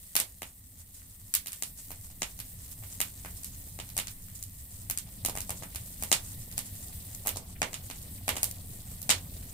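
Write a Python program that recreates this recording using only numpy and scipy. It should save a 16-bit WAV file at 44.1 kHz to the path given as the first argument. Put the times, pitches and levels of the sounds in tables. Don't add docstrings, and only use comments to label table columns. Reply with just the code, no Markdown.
import sys
import numpy as np
from scipy import signal
from scipy.fft import rfft, irfft, next_fast_len
from scipy.io import wavfile

SR = 44100
rng = np.random.default_rng(int(sys.argv[2]) if len(sys.argv) > 2 else 0)


def materialize(psi):
    bounded = np.clip(np.atleast_2d(psi).T, -1, 1)
    quanta = np.round(bounded * 32767).astype(np.int16)
    wavfile.write(sys.argv[1], SR, quanta)


N = 420273

THUMP_HZ, TAIL_OVER_ECHO_DB = 815, -0.5
# start_s, level_db, brightness_db, crack_db, echo_db, crack_pitch_hz, spit_pitch_hz
SAP_POPS = [(0.1535, -31.5, 15.5, 1.0, 2, 3360, 10900), (0.1898, -36.5, 10.5, -4, 6, 3500, 10400),
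            (0.4196, -39, 5.5, 0, -5, 2480, 12400), (1.0172, -67, 19, 10.5, -13, 1800, 12800),
            (1.3396, -37.0, 31, 4, 0, 4160, 12000), (1.4597, -49, 20.0, 3.5, 1.5, 3740, 11400),
            (1.4711, -60.5, 7, -6, 17.5, 3800, 12400), (1.5199, -52.5, 26, 3.5, 1, 3230, 10200),
            (1.6234, -37.0, 18.5, 1, -6, 4300, 10300), (1.9054, -44.5, 6, -5.5, 0.5, 2320, 12800),
            (2.1014, -58.5, -1, 0.0, -4, 3400, 7200), (2.2196, -33, 7.5, 2, -5, 2750, 6600),
            (2.3903, -48.5, 16.5, 0, 2.5, 3400, 12000), (2.8256, -56, -6, -2.5, 7, 2220, 12700),
            (3.0032, -32, 17, 0.5, -2.5, 2830, 11800), (3.248, -46.5, -3, 3, -1.5, 1730, 11600),
            (3.434, -64.5, 48, 11.5, 3, 4800, 10600), (3.789, -44, 0, 0.5, 1.5, 3130, 8400),
            (3.8901, -54.5, 21, 2, -2, 4000, 11500), (3.9669, -37, 9.5, -4.5, 4.5, 3500, 10100),
            (3.9882, -37, 12, 4.5, -4.5, 3140, 9900), (4.0708, -48.5, 20, 6.5, -4, 3720, 7640),
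            (4.2834, -70, 7, 13, -5, 1900, 14200), (4.4265, -59.5, 51, 8, -6.5, 5900, 11200),
            (4.8987, -36.5, 21, -2.5, -3.5, 2600, 12800), (4.9746, -46, 33, 4.5, -4.5, 3570, 9200),
            (5.2492, -31.5, 15, -4.5, -2.5, 3600, 11500), (5.2853, -37, 1, -6, -0.5, 3330, 9800),
            (5.353, -39, 2, -6, -3, 1700, 11000), (5.3733, -37.5, 9.5, -2, -6, 2290, 10400),
            (5.405, -52, 39, 11, -7.5, 4700, 9850), (5.494, -35.5, 3.5, -8, 0.5, 2540, 10200),
            (5.6235, -46.5, -4, -2.5, 4, 1620, 8700), (5.7477, -46.0, 12, -1.5, 4.5, 3000, 10400),
            (6.0244, -35.0, 8.5, -6.5, -1, 2500, 11600), (6.116, -25, 9, 0.5, 0.5, 3830, 8100),
            (6.514, -60.5, 32, 9, -2.5, 4700, 10900), (6.579, -34.5, 14.5, -1.5, -6, 3800, 10400),
            (7.1486, -59, 44.5, 5, -13, 5800, 11600), (7.2519, -50, -2, -2, 5, 2200, 10700),
            (7.2606, -37, 0.5, -16, 11.5, 2090, 12800), (7.2799, -42, 27, 5.5, -1.5, 2950, 12500),
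            (7.3593, -42.5, 0.5, -10.5, 6.5, 4000, 7950), (7.618, -27.5, -2.5, 2.5, -5.5, 2130, 6600),
            (7.7311, -44.5, 8.5, 1.5, 3, 3060, 7600), (7.9001, -43.5, 4.5, 1, -2, 2760, 8800),
            (8.2799, -29.5, -0.5, -0.5, 2, 2700, 10300), (8.3558, -43.5, 2, -2, 6, 2720, 8850),
            (8.3705, -38.5, 4.5, -4, -4, 2420, 8900), (8.4311, -29.5, 18, -5, -6, 4300, 11400),
            (8.512, -60.5, 54, 11, -13, 6300, 13200), (9.0172, -48, 23, -6, -2.5, 4500, 12600),
            (9.0927, -27.0, 4.5, 2.5, 2, 3650, 7900), (9.0999, -34, 17, 7.5, 0, 3350, 6850)]
def sap_bursts():
    start_s, level_db, bright_db, crack_db, echo_db, crack_hz, spit_hz = np.transpose(SAP_POPS)
    parts_db = [level_db - bright_db / 2, level_db + crack_db, level_db + bright_db / 2]
    tail_db, thump_hz = np.full_like(start_s, TAIL_OVER_ECHO_DB), np.full_like(start_s, THUMP_HZ)
    return np.column_stack([start_s, *parts_db, echo_db, tail_db, thump_hz, crack_hz, spit_hz])


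# low_hz, high_hz, tail_t60_s, tail_db, blur_share
POP_PARTS = [(150, 1180, 0.25, 4, 0.18), (1230, 7950, 0.17, 6.5, 1), (4700, 19600, 0.15, 1, 1)]
RING_CYCLES = [0.34, 0.34, 0.52]
LOG_SHADE = [0.42, 0.93, 1]
# thump_db, crack_db, spit_db
CANVAS_RETURN = [-5, -2, 0]
def pops(cues):
    starts = np.round(cues[:, 0] * SR).astype(int)
    parts_db, pitches_hz = cues[:, 1:4], cues[:, 6:]
    echo_db, tail_over_echo_db = cues[:, 4:6].T
    direct, room, t = 0, 0, np.arange(900) / SR
    for part, (low_hz, high_hz, t60_s, tail_db, blur) in enumerate(POP_PARTS):
        band = signal.butter(3, [low_hz, high_hz], "band", fs=SR, output="sos")
        cycles = pitches_hz[:, part, None] * t
        rings = signal.sosfilt(band, np.sin(2 * np.pi * cycles) * np.exp(-cycles / RING_CYCLES[part]))
        rings *= np.sqrt(.004 * SR) / np.linalg.norm(rings, axis=1, keepdims=True)
        wall_db = LOG_SHADE[part] * echo_db + CANVAS_RETURN[part]
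        sends_db = np.array([np.zeros_like(wall_db), wall_db, wall_db + tail_over_echo_db])
        gains = from_db(parts_db[:, part] + sends_db)
        sends = np.zeros((3, N + len(t)))
        for start, ring, gain in zip(starts, rings, gains.T):
            sends[:, start:start + len(t)] += gain[:, None] * ring
        near, walls = tent_paths(blur)
        direct += signal.oaconvolve(sends[:1], near, axes=1)[:, :N]
        room += signal.oaconvolve(sends[1:2], walls, axes=1)[:, :N]
        room += signal.oaconvolve(sends[2:], tent_tail(t60_s, tail_db), axes=1)[:, :N]
    return direct, room


CRACKLES_PER_S, CRACKLE_DB, CRACKLE_SPREAD_DB = 41, -63.5, 4.5
# thump_db, crack_db, spit_db
CRACKLE_BALANCE = [-31.5, -29, -6]
# echo_db, tail_over_echo_db
CRACKLE_SENDS = [1, 4]
def small_crackle(level_db):
    rate = CRACKLES_PER_S * from_db(2.5 * drift(5))
    starts = np.flatnonzero(rng.random(N) < rate / SR)
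    size_db = level_db[starts] + CRACKLE_SPREAD_DB * np.minimum(rng.exponential(1, N)[starts], 3)
    parts_db = size_db[:, None] + CRACKLE_BALANCE
    pitches_hz = [THUMP_HZ, 1600, 7000] * np.array([1, 4, 2]) ** rng.random((N, 3))[starts]
    sends_db = CRACKLE_SENDS + 4.2 * rng.standard_normal((N, 2))[starts]
    return np.column_stack([starts / SR, parts_db, sends_db, pitches_hz])


WALL_BLUR_MS, TAIL_RISE_MS, TAIL_PAN_DB = 1.2, 11, -5
# delay_ms, left_db, right_db, polarity
HEARTH_ARRIVALS = [(0, 1.5, -3, 1), (2.1, -11, -6, -1), (6.5, -16, -13, 1)]
WALL_ARRIVALS = [(11.0, 0, 3.5, 1), (13.1, -12, -11, -1)]
def tent_paths(blur):
    t = np.arange(SR // 20) / SR
    responses = np.zeros((2, 2, len(t)))
    for response, arrivals in zip(responses, [HEARTH_ARRIVALS, WALL_ARRIVALS]):
        for delay_ms, *sides_db, polarity in arrivals:
            scatter = stereo_noise(len(t)) * np.exp(-t * 1000 / WALL_BLUR_MS)
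            arrival = np.sqrt(blur) * scatter / np.linalg.norm(scatter, axis=1, keepdims=True)
            arrival[:, 0] += polarity * np.sqrt(1 - blur)
            response += from_db(sides_db)[:, None] * np.roll(arrival, round(delay_ms * SR / 1000), 1)
    return responses


def tent_tail(t60_s, level_db):
    t = np.arange(SR // 3) / SR
    shape = (1 - np.exp(-(t * 1000 / TAIL_RISE_MS) ** 3)) * from_db(-60 * t / t60_s)
    sides = from_db(level_db + TAIL_PAN_DB / 2 * np.array([[1], [-1]]))
    return sides * stereo_noise(len(t)) * shape / np.linalg.norm(shape)


ROAR_DB, ROAR_SWING, FLUTTER_RETURN = -66.5, 3.53, 0.36
# frequency_hz, density_db
FLUTTER_EQ = [(12, 3), (25, -10.5), (38, 2.5), (50, 6), (65, -1.5), (95, 0.5), (150, -7.5), (260, -15),
              (330, -26.5), (520, -34.5)]
ROAR_EQ = [(150, 16.5), (350, 2.5), (700, 5.5), (1100, -9.5), (2000, -5.5), (3500, -1)]
def flames(flame_db):
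    flutter = coloured_noise(FLUTTER_EQ, together_db=.5, flicker_db=1.5, rate=13.4)
    echo = np.roll(flutter, round(WALL_ARRIVALS[0][0] * SR / 1000), axis=1)
    flutter = rms_one(flutter + FLUTTER_RETURN * echo)
    roar = coloured_noise(ROAR_EQ, together_db=-0.5, flicker_db=5.0, rate=39)
    roar_db = ROAR_DB + ROAR_SWING * (flame_db - flame_db.mean())
    return from_db(flame_db + 3) * flutter + from_db(roar_db) * roar


# frequency_hz, density_db
HISS_EQ = [(700, -11.5), (1400, -37.5), (1850, -5.5), (2300, -14.5), (4000, -9), (6500, -13), (8300, -2.5),
           (10000, -4.5), (12000, 0), (15800, 1.5)]
def gas_hiss(level_db):
    return from_db(level_db) * coloured_noise(HISS_EQ, together_db=.8, flicker_db=1.3, rate=14)


SIZZLES_PER_S, SIZZLE_OVER_HISS_DB, SIZZLE_CLUMP_DB, SIZZLE_T60_CYCLES = 700, -7, 7, 11
def sap_sizzle(level_db):
    sizzle, spurts = 0, drift(14)
    for hz in np.geomspace(7000, 15000, 8):
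        rate = SIZZLES_PER_S / 8 * from_db(SIZZLE_CLUMP_DB * (spurts + drift(20)))
        clicks = (rng.random(N) < rate / SR) * rng.standard_normal((2, N))
        decay, angle = from_db(-60 * hz / (SIZZLE_T60_CYCLES * SR)), 2 * np.pi * hz / SR
        poles = [1, -2 * decay * np.cos(angle), decay * decay]
        sizzle += signal.lfilter([0, np.sin(angle)], poles, clicks + 1e-18)
    return from_db(level_db) * rms_one(sizzle)


# frequency_hz, left_right_correlation
STEREO_IMAGE = [(60, 0.97), (180, 1), (550, 0.76), (1650, 0.017), (15000, 0.21)]
def coloured_noise(eq, together_db, flicker_db, rate):
    size = next_fast_len(N)
    hz = np.arange(size // 2 + 1) * SR / size + 1e-3
    alike = np.clip(at_hz(STEREO_IMAGE, hz), 0, 1)
    mid, side = rfft(rng.standard_normal((2, size))) * from_db(at_hz(eq, hz)) * (hz > 12)
    spectrum = np.sqrt(1 + alike) * mid + np.sqrt(1 - alike) * side * [[1], [-1]]
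    noise, swell_db = 0, together_db * drift(rate / 2)
    for octave in np.arange(np.floor(np.log2(eq[0][0])), np.log2(eq[-1][0]) + 1):
        window = np.cos(np.clip(np.log2(hz) - octave, -1, 1) * np.pi / 2) ** 2
        band = irfft(spectrum * window, size)[:, :N]
        noise += from_db(swell_db + flicker_db * drift(rate)) * band
    return rms_one(noise)


def stereo_noise(size, alike_below_hz=540):
    mid, side = rng.standard_normal((2, size))
    side = signal.sosfilt(signal.butter(2, alike_below_hz, "high", fs=SR, output="sos"), side)
    return (mid + side * [[1], [-1]]) / np.sqrt(2)


def drift(rate_hz):
    pole = np.exp(-80 * np.pi * rate_hz / SR)
    slow = signal.lfilter([1], [1, -2 * pole, pole * pole], rng.standard_normal(N // 40 + 2002))[2000:]
    return np.interp(np.arange(N) / 40, np.arange(len(slow)), rms_one(slow))


def from_db(db):
    return 10 ** (np.asarray(db) / 20)


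def rms_one(x):
    return x / np.sqrt(np.mean(x ** 2) + 1e-30)


def at_hz(points, hz):
    points_hz, values = np.transpose(points)
    return np.interp(np.log(hz), np.log(points_hz), values)


def low_pass(x, hz):
    return signal.sosfilt(signal.cheby2(14, 60, hz, fs=SR, output="sos"), x)


HEARTH_SPOTS, SOFT_TOP_HZ = 3, 16200
# time_s, flame_db, hiss_db
BLAZE_FADERS = [(0.0, -60, -50), (0.5, -58, -54), (1.64, -55, -49.5), (2.25, -52, -49),
                (3.08, -50.5, -46.5), (3.85, -50, -48.5), (4.5, -52.5, -49.5), (5.2, -48.5, -49),
                (5.9, -49, -46.5), (7.19, -48.5, -45.5), (7.4, -48, -54), (8.0, -48, -47.5),
                (8.92, -48.5, -48), (9.53, -47.5, -48.5)]
def scene():
    time_s, *faders = np.transpose(BLAZE_FADERS)
    flame_db, hiss_db = [np.interp(np.arange(N) / SR, time_s, fader) for fader in faders]
    cues = np.vstack([sap_bursts(), small_crackle(CRACKLE_DB + hiss_db - hiss_db.mean())])
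    direct, room = sum(np.array(pops(cues[spot::HEARTH_SPOTS])) for spot in range(HEARTH_SPOTS))
    hiss = gas_hiss(hiss_db) + sap_sizzle(hiss_db + SIZZLE_OVER_HISS_DB)
    mix = direct + room + hiss + flames(flame_db)
    faint_top = signal.sosfilt(signal.butter(8, SOFT_TOP_HZ, "high", fs=SR, output="sos"), direct)
    return low_pass(mix, SOFT_TOP_HZ) + from_db(-8) * faint_top


def record(dry):
    ring = signal.lfilter(*signal.iirpeak(8500, 4.0, fs=SR), dry)
    rounded = .95 * np.tanh((dry + .6 * ring) / .95)
    return low_pass(rounded, hz=16974)


dry = scene()
out = record(dry)
materialize(out)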